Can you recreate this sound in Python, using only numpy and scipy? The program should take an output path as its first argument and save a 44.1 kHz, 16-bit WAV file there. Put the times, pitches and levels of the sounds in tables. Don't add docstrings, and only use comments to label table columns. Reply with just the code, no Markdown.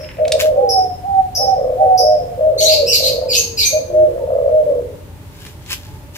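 import sys
import numpy as np
from scipy import signal
from scipy.fft import rfft, irfft, next_fast_len
from scipy.io import wavfile
from scipy.ndimage import uniform_filter1d, minimum_filter1d, map_coordinates

SR = 44100
rng = np.random.default_rng(int(sys.argv[2]) if len(sys.argv) > 2 else 0)


def transcribe(signal):
    frames = np.atleast_2d(signal).T
    limited = np.clip(frames, -1, 1)
    pcm = np.round(limited * 32767).astype(np.int16)
    wavfile.write(sys.argv[1], SR, pcm)


N = 272273


# (start [s], length [s], level [dB], pitch [Hz], glide [Hz/s])
LOW_HOOTS = [(-.02, .11, -34.5, 615, -1), (0.19, .085, -15, 622, 1.5), (.315, .055, -18, 623, 1),
             (0.421, .105, -12.5, 622, 1.5), (0.566, .045, -13, 570, -500),
             (1.793, .07, -15.5, 626.8, -0.5), (2.027, .165, -12, 618.3, -19.5),
             (2.405, .125, -13.5, 628, 0), (2.604, .06, -14.5, 625.5, 0.5),
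             (2.669, .078, -10.5, 626.6, -45.5), (2.767, .085, -15, 583, -950),
             (3.32, .35, -37, 466.7, -170), (3.725, .072, -14.5, 619.5, -2.5), (3.934, .15, -10, 622.3, 5),
             (4.509, .13, -11.5, 621.3, -57), (4.655, .085, -15, 585, -900)]


def hoots(arch_hz=14, roundness=0.54):
    total, weighted_hz = np.zeros((2, N))
    for start, length, db, hz, glide in LOW_HOOTS:
        arch = swell(start, length)
        size = amp(db) * arch ** roundness * (arch > 1e-6)
        total += size
        weighted_hz += size * (hz + glide * (clock() - start - length / 2) - arch_hz * (1 - arch))
    return total, weighted_hz / (total + 1e-12)


# (start [s], hold [s], release [s], level [dB], pitch [Hz], puff share [0-1])
LOW_ROLLS = [(-.02, .05, .1, -35.5, 619.5, 0.3), (.168, .14, 0.054, -21.5, 617.3, 0.84),
             (0.315, 0.043, 0.11, -17, 620, 0.84), (0.409, 0.1229, 0.095, -21.5, 615, .75),
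             (0.551, .035, 0.29, -18, 595, .55), (1.369, 0.0997, 0.14, -24.5, 600, 0.7),
             (1.553, 0.1601, 0.15, -20, 603.5, 0.6), (1.796, 0.0576, 0.17, -20.5, 621.4, .6),
             (1.98, 0.0696, 0.099, -20, 599.4, 0.94), (2.126, 0.05907, 0.17, -26, 606.4, 0.6),
             (2.37, 0.199, 0.092, -21.5, 619.2, 0.59), (2.622, 0.0712, 0.12, -22.5, 619, .5),
             (2.782, 0.04034, 0.2173, -20, 585.5, 0.6), (2.98, 0.29, .2, -23.5, 600, 0.74),
             (3.705, 0.089, .1, -25, 613.3, .6), (3.876, 0.42, 0.074, -24.5, 606.5, .7),
             (4.282, .2, 0.21, -17.5, 611, 0.66), (4.645, 0.0853, 0.2, -19, 591, 0.65)]


def rolls(attack_s=0.0299, sag_hz_per_s=380):
    power, pitch, share = np.zeros((3, N))
    for start, hold, release, db, hz, puffy in LOW_ROLLS:
        dying_s = np.clip(clock() - start - hold, 0, 2 * release)
        edge = gate(start, hold + 1.25 * release, attack_s, release / 4)
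        size = edge * amp(db - 20 * dying_s / release)
        power += size ** 2
        pitch += size ** 2 * (hz - sag_hz_per_s * dying_s)
        share += size ** 2 * puffy
    return np.sqrt(power), pitch / (power + 1e-12), np.clip(share / (power + 1e-12), 0, 1)


def puff_train(pitch, rate_hz, scatter, width_s, spread_db):
    beats = np.arange(int(N / SR * rate_hz))
    chance = rng.standard_normal((len(beats), 4))
    centres = np.clip((beats + scatter * chance[:, 0]) / rate_hz * SR, 0, N - 1).astype(int)
    offsets = np.arange(-(SR // 50), SR // 50)
    t = offsets / SR
    hz = pitch[centres, None] * (1 + 0.043 * chance[:, 1:2])
    size = amp(spread_db * chance[:, 2:3]) * np.exp(-.5 * (t / width_s) ** 2)
    puffs = size * np.cos(2 * np.pi * hz * t + np.pi * chance[:, 3:])
    train = np.bincount(np.clip(centres[:, None] + offsets, 0, N).ravel(), puffs.ravel(), N + 1)[:N]
    return train / np.sqrt(np.abs(uniform_filter1d(train ** 2, SR // 16)) + 1e-6)


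def low_dove(beat_hz=82, purr_ducking=2.4):
    hoot_size, hoot_hz = hoots()
    purr_size, purr_hz, share = rolls()
    purr_size = purr_size / (1 + purr_ducking * hoot_size)
    lower_hz = purr_hz - beat_hz
    rough = purr_size / (purr_size + hoot_size + 1e-6)
    phase = cycle(hoot_hz * (1 + 0.0309 * rough ** 2 * wobble(110)))
    hoot = np.sqrt(2) * (np.sin(phase) + amp(-51.5) * np.sin(2 * phase))
    lower_size = np.sqrt(2) * amp(2.4 * wobble(70))
    lower = lower_size * np.sin(cycle(lower_hz * (1 + 0.04114 * share * wobble(110))))
    mid_hz = (purr_hz + lower_hz) / 2
    puffs = puff_train(mid_hz, rate_hz=63.83, scatter=0.158, width_s=0.0023, spread_db=-0.5)
    overtone = amp(-32) * puff_train(2 * mid_hz, rate_hz=63.2, scatter=0.23, width_s=0.001, spread_db=-5)
    purr = np.sqrt(1 - share) * lower + np.sqrt(share) * puffs + overtone
    return amp(2.5) * (hoot_size * hoot + purr_size * purr)


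# (start [s], rise [s], top pitch [Hz], sink [Hz/s], level [dB],
# time to crest [s], crest [dB], fade [dB/s])
HIGH_NOTES = [(0.531, 0.1, 806.3, 286.5, -19.5, 0.28, 7, 99.5),
              (1.03, .05, 794.6, 249, -20, 0.16, 8.5, 122.5),
              (1.375, .05, 791, 269.8, -19, 0.15, 8.5, 120.5),
              (1.76, 0.057, 773.5, 182, -15.5, 0.17, 5, 48.5)]


def high_dove(scoop_hz=96.8, max_sink_hz=75, crest_width_s=.048, waver=.006, tremor_db=2.0):
    out = np.zeros(N)
    for start, rise, top_hz, sink, db, crest_s, crest_db, fade in HIGH_NOTES:
        t = np.maximum(clock() - start, 0)
        up, dying_s = np.minimum(t / rise, 1), np.maximum(t - crest_s, 0)
        sunk_hz = np.minimum(sink * np.maximum(t - rise, 0), max_sink_hz)
        pitch = top_hz - scoop_hz * (1 - up) ** 1.5 - sunk_hz
        phase = cycle(pitch * (1 + waver * wobble(70)))
        level_db = db + crest_db * np.exp(-((t - crest_s) / crest_width_s) ** 2) - fade * dying_s
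        unsteady = 1 + np.minimum(dying_s / .05, 1)
        size = up * gate(start, .65, .01, .06) * amp(level_db + tremor_db * unsteady * wobble(45))
        out += size * (np.sin(phase) + amp(-67.5) * np.sin(2 * phase))
    return amp(2.4) * out * np.sqrt(2)


# (start [s], length [s], level [dB], first pitch [Hz], last pitch [Hz],
# rasp [0-1], first throat resonance [Hz], last throat resonance [Hz], tilt [dB/harmonic])
MYNA_GLIDES = [(2.575, .08, -22, 2090, 2153, 0.37, 4107, 6360, -.6),
               (2.647, .085, -15.5, 1919, 2384, 0.33, 4000, 4620, -.8),
               (2.858, .065, -22.5, 2520, 2830, .21, 4900, 5500, .2),
               (2.915, .055, -15, 2345, 2288, 0.45, 5000, 4757, .8),
               (3.018, .075, -22, 1955, 2309, .42, 4100, 4430, .1),
               (3.285, .048, -22.5, 2542, 2113, .2, 4950, 4320, -1),
               (3.322, .045, -19, 2206, 2534, 0.72, 4710, 5610, .7),
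               (3.36, 0.037, -18.5, 2192, 2150, .17, 6930, 6386, .7),
               (3.568, .08, -20, 2495, 2080, 0.47, 4800, 4360, .2),
               (3.643, .04, -19, 2121, 2097, .2, 6230, 6120, .7)]
# (frequency [Hz], gain [dB])
BEAK_RESPONSE = [(1200, -21), (1900, -21), (2400, 3.5), (2900, 20), (3400, 4.5), (4500, 5.5), (6500, 7.5),
                 (8000, 5.5), (9000, -2.5), (10500, 1), (12900, 14), (14500, -18)]


def myna(jitter=0.178, flutter=0.92, rasp_growth=.7, throat_width_hz=650, leak=0.11):
    out = np.zeros(N)
    shake, tremor = wobble(1000), wobble(600)
    harmonic = np.arange(1, 7)[:, None]
    for start, length, db, hz0, hz1, mean_rasp, throat0, throat1, tilt_db in MYNA_GLIDES:
        edge = gate(start, length, attack_s=0.017, release_s=.012)
        on = edge > 0
        progress = (clock()[on] - start) / length
        pitch = hz0 + (hz1 - hz0) * progress
        throat_hz = throat0 + (throat1 - throat0) * progress
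        rasp = mean_rasp * (1 + rasp_growth * (progress - .5))
        phase = cycle(pitch * (1 + jitter * rasp * shake[on]))
        gains = leak + 1 / (1 + ((harmonic * pitch - throat_hz) / throat_width_hz) ** 2)
        partials = gains * amp(tilt_db * (harmonic - 3)) * np.sin(harmonic * phase)
        voice = partials.sum(axis=0) / np.linalg.norm(gains, axis=0)
        out[on] += edge[on] * amp(db) * voice * (1 + flutter * rasp * tremor[on])
    return coloured(out, BEAK_RESPONSE)


# (start [s], length [s], pitch [Hz], level [dB])
SYRINX_NOTES = [(2.69, 0.019, 2722, -24.5), (3.325, 0.074, 2625, -25), (3.595, 0.053, 2338, -29),
                (3.635, 0.046, 2423, -22)]


def myna_second_voice():
    return notes(SYRINX_NOTES, waver=0.027, rate_hz=700)


# (start [s], level [dB], pitch [Hz], overtone [dB], trill depth [ratio])
BIRD_CHIPS = [(0.0, -40, 5194, -15.5, 0.16), (0.689, -17.5, 5165, -13, 0.19),
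              (1.349, -17.5, 5200, -13, 0.31), (1.975, -18, 5094, -14.5, 0.27)]


def small_bird(fade_s=0.055, trill_hz=205, trill_decay_s=0.022):
    out = np.zeros(N)
    for start, db, hz, overtone_db, depth in BIRD_CHIPS:
        t = np.maximum(clock() - start, 0)
        flick = (.5 + .5 * np.cos(2 * np.pi * trill_hz * t)) ** 2 - .15
        bend = depth * np.exp(-t / trill_decay_s) * flick + .009 * wobble(700)
        phase = cycle(hz * (1 + bend))
        size = (1 - np.exp(-t / .0025)) * np.exp(-(t / fade_s) ** 2)
        overtone = amp(overtone_db + 55 * bend) * np.exp(-t / 0.03) * np.sin(2 * phase)
        out += amp(db) * size * (np.sin(phase) + overtone)
    return out


# (start [s], peak [dB], pitch [Hz], sharpness [Q])
GRIT_TICKS = [(0.043, -32.5, 2610, 2), (0.088, -25, 2300, 2), (0.113, -34.5, 2600, 2),
              (0.168, -36.5, 2400, 2), (.251, -20.5, 2550, 1.5), (.279, -17, 4100, .7),
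              (0.3198, -3, 4010, .9), (0.418, -14.5, 4520, .4), (0.465, -36, 6140, .4),
              (5.463, -25.5, 1810, .3), (5.661, -29, 3020, .5), (5.678, -32, 4960, .5),
              (5.704, -19, 9020, .6)]


def grit(decay_s=0.0018):
    out, t = np.zeros(N + SR), np.arange(SR // 20) / SR
    for start, db, hz, q in GRIT_TICKS:
        burst = rng.standard_normal(len(t)) * t * np.exp(-t / decay_s)
        ring = signal.iirpeak(hz, max(q, 3 * hz / SR), SR)
        crack = signal.lfilter(*ring, signal.lfilter(*ring, burst))
        out[round(start * SR):][:len(t)] += amp(db) * crack / np.abs(crack).max()
    return out[:N]


# (peak time [s], rise [s], fall [s], level [dB])
SOLE_SLIDES = [(0.409, 0.016, 0.0093, -18), (0.457, 0.032, 0.022, -33.5), (5.455, 0.1, 0.064, -42),
               (5.734, .026, 0.0081, -21), (5.73, 0.11, 0.2, -44), (6.172, 0.025, 0.012, -34)]
# (frequency [Hz], density [dB])
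SOLE_SPECTRUM = [(590, -36), (1000, -11), (1430, -14), (1650, -4), (1810, -10.5), (2620, -5.5), (7440, -12),
                 (8360, -22.5), (12500, -9), (16000, -24)]


def sandals(grain_db=5.0):
    t = clock()
    stroke = sum(amp(db) * np.exp(-((t - peak_s) / np.where(t < peak_s, rise, fall)) ** 2)
                 for peak_s, rise, fall, db in SOLE_SLIDES)
    grains = rng.standard_normal(N) * amp(grain_db * wobble(900))
    return stroke * unit(coloured(grains, SOLE_SPECTRUM))


# (start [s], length [s], pitch [Hz], level [dB])
FAR_HOOTS = [(0.414, 0.32, 302, -39), (2.402, 0.41, 412, -37), (2.72, 0.047, 840, -38),
             (3.209, 0.081, 913.6, -41), (3.86, 0.26, 358, -29.5), (4.19, 0.0635, 906.6, -38),
             (4.575, 0.25, 295, -38.5), (5.853, 0.11, 864, -47)]


def far_doves():
    return notes(FAR_HOOTS, waver=0.033, rate_hz=54)


# (frequency [Hz], density [dB])
LEAF_SPECTRUM = [(800, -24), (1500, 0.5), (2600, 1.5), (3600, -16), (8000, -46.5), (16000, -50.5)]


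def leaves(peak_s=0.058, rise_s=0.12, level_db=-41.5, fade_db_per_s=36.5, clump_db=4):
    t = clock() - peak_s
    rise = np.exp(-(np.minimum(t, 0) / rise_s) ** 2)
    size = rise * amp(level_db - fade_db_per_s * np.maximum(t, 0))
    return size * unit(amp(clump_db * wobble(80)) * rush(LEAF_SPECTRUM, side_db=-2.0))


# (time [s], gain [dB])
TRAFFIC_GAIN = [(0, -37.5), (1.5, -36.5), (2.8, -35), (4.2, -37), (6.17, -38)]
# (frequency [Hz], density [dB])
TRAFFIC_SPECTRUM = [(12, -71), (20, -34), (42, -1), (80, 2), (113, 1.5), (232, -13), (295, -9), (332, -14),
                    (422, -12), (476, -23.5), (594, -11.5), (659, -28), (852, -17), (960, -22.5),
                    (1200, -34.5), (1560, -65.5), (2640, -120)]


def traffic(engine_hz=87):
    gain_db = np.interp(clock(), *np.transpose(TRAFFIC_GAIN))
    drone = amp(-2.5 + wobble(4.2)) * np.sin(cycle(engine_hz * (1 + 0.014 * wobble(5.1))))
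    return amp(gain_db + .5 * wobble(3.7)) * (amp(1.0) * rush(TRAFFIC_SPECTRUM, side_db=-10.5) + drone)


# (frequency [Hz], density [dB])
AIR_SPECTRUM = [(530, -28), (900, -4), (1850, -6.5), (2250, -8), (2540, -8.5), (5350, -14.5),
                (11700, -15.5), (14900, -13), (16000, -26.5)]


def air(level_db=-48):
    return amp(level_db + 0.43 * wobble(8.6)) * rush(AIR_SPECTRUM, side_db=0.5)


# (frequency [Hz], T60 [s])
GARDEN_T60 = [(300, 0.8), (700, 0.7), (2500, 0.39), (5500, 0.43), (9000, 0.37), (14000, .36)]


def garden(x, wet_db, early_db, pan_db, lag_ms):
    hz, t, noise = signal.stft(rng.standard_normal((2, SR * 3 // 4)), SR, nperseg=256)
    tail = signal.istft(noise * amp(-60 * t / along(GARDEN_T60, hz)[:, None]), SR, nperseg=256)[1]
    age_s = np.arange(tail.shape[1]) / SR
    early = rng.standard_normal(tail.shape) * np.exp(-age_s / 0.019)
    echo = amp(wet_db) * tail / np.linalg.norm(tail[0])
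    echo += amp(early_db) * early / np.linalg.norm(early[0])
    sides = np.array([[.5], [-.5]])
    direct = filtered(x, lambda f: amp(sides * pan_db) * np.exp(-2j * np.pi * f * sides * lag_ms / 1000))
    delayed = np.pad(x, (SR // 200, 0))
    return direct + signal.fftconvolve(delayed[None], echo, axes=1)[:, :N]


def notes(table, waver, rate_hz):
    bend = 1 + waver * wobble(rate_hz)
    return sum(amp(db) * swell(start, length) * np.sin(cycle(hz * bend))
               for start, length, hz, db in table)


def swell(start_s, length_s):
    return np.maximum(np.sin(np.pi * np.clip((clock() - start_s) / length_s, 0, 1)), 0)


def gate(start_s, length_s, attack_s, release_s):
    t = clock() - start_s
    return np.clip(np.minimum(t / attack_s, (length_s - t) / release_s), 0, 1)


def wobble(rate_hz):
    return map_coordinates(rng.standard_normal(int(N * rate_hz / SR) + 4), [clock() * rate_hz])


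def cycle(hz):
    return 2 * np.pi * np.cumsum(hz) / SR


def rush(spectrum, side_db):
    mid, side = coloured(rng.standard_normal((2, N)), spectrum)
    return unit(np.array([mid + amp(side_db) * side, mid - amp(side_db) * side]))


def coloured(x, spectrum):
    return filtered(x, lambda hz: amp(along(spectrum, hz)))


def filtered(x, response):
    size = next_fast_len(N + SR // 2)
    return irfft(rfft(x, size) * response(np.fft.rfftfreq(size, 1 / SR)), size)[..., :N]


def along(points, hz):
    knots_hz, values = np.transpose(points)
    return np.interp(np.log(hz + 1), np.log(knots_hz + 1), values)


def amp(db):
    return 10 ** (np.asarray(db) / 20)


def unit(x):
    return x / np.sqrt(np.mean(x ** 2) + 1e-20)


def clock():
    return np.arange(N) / SR


def scene():
    doves = garden(low_dove(), wet_db=-11.5, early_db=-9, pan_db=0.5, lag_ms=-0.29)
    doves += garden(high_dove(), wet_db=-12.0, early_db=-13.0, pan_db=-2.0, lag_ms=-0.31)
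    doves += garden(far_doves(), wet_db=0.5, early_db=-9.5, pan_db=-2.5, lag_ms=0)
    birds = garden(myna() + myna_second_voice(), wet_db=3.0, early_db=-0.5, pan_db=-0.5, lag_ms=-0.361)
    birds += garden(small_bird(), wet_db=6.0, early_db=-2.0, pan_db=3.0, lag_ms=-0.15)
    feet = garden(sandals(), wet_db=-17.5, early_db=-4.0, pan_db=2.5, lag_ms=-.12)
    feet += garden(grit(), wet_db=-9.0, early_db=-10.0, pan_db=-1.5, lag_ms=-0.027)
    return doves + birds + feet + leaves() + traffic() + air()


def record(dry):
    window, top_hz = SR // 200, 15700
    needed = 1 / np.maximum(np.abs(dry).max(axis=0), 1)
    gain = uniform_filter1d(minimum_filter1d(needed, window), window)
    return filtered(dry * gain, lambda hz: hz < top_hz)


dry = scene()
out = record(dry)
transcribe(out)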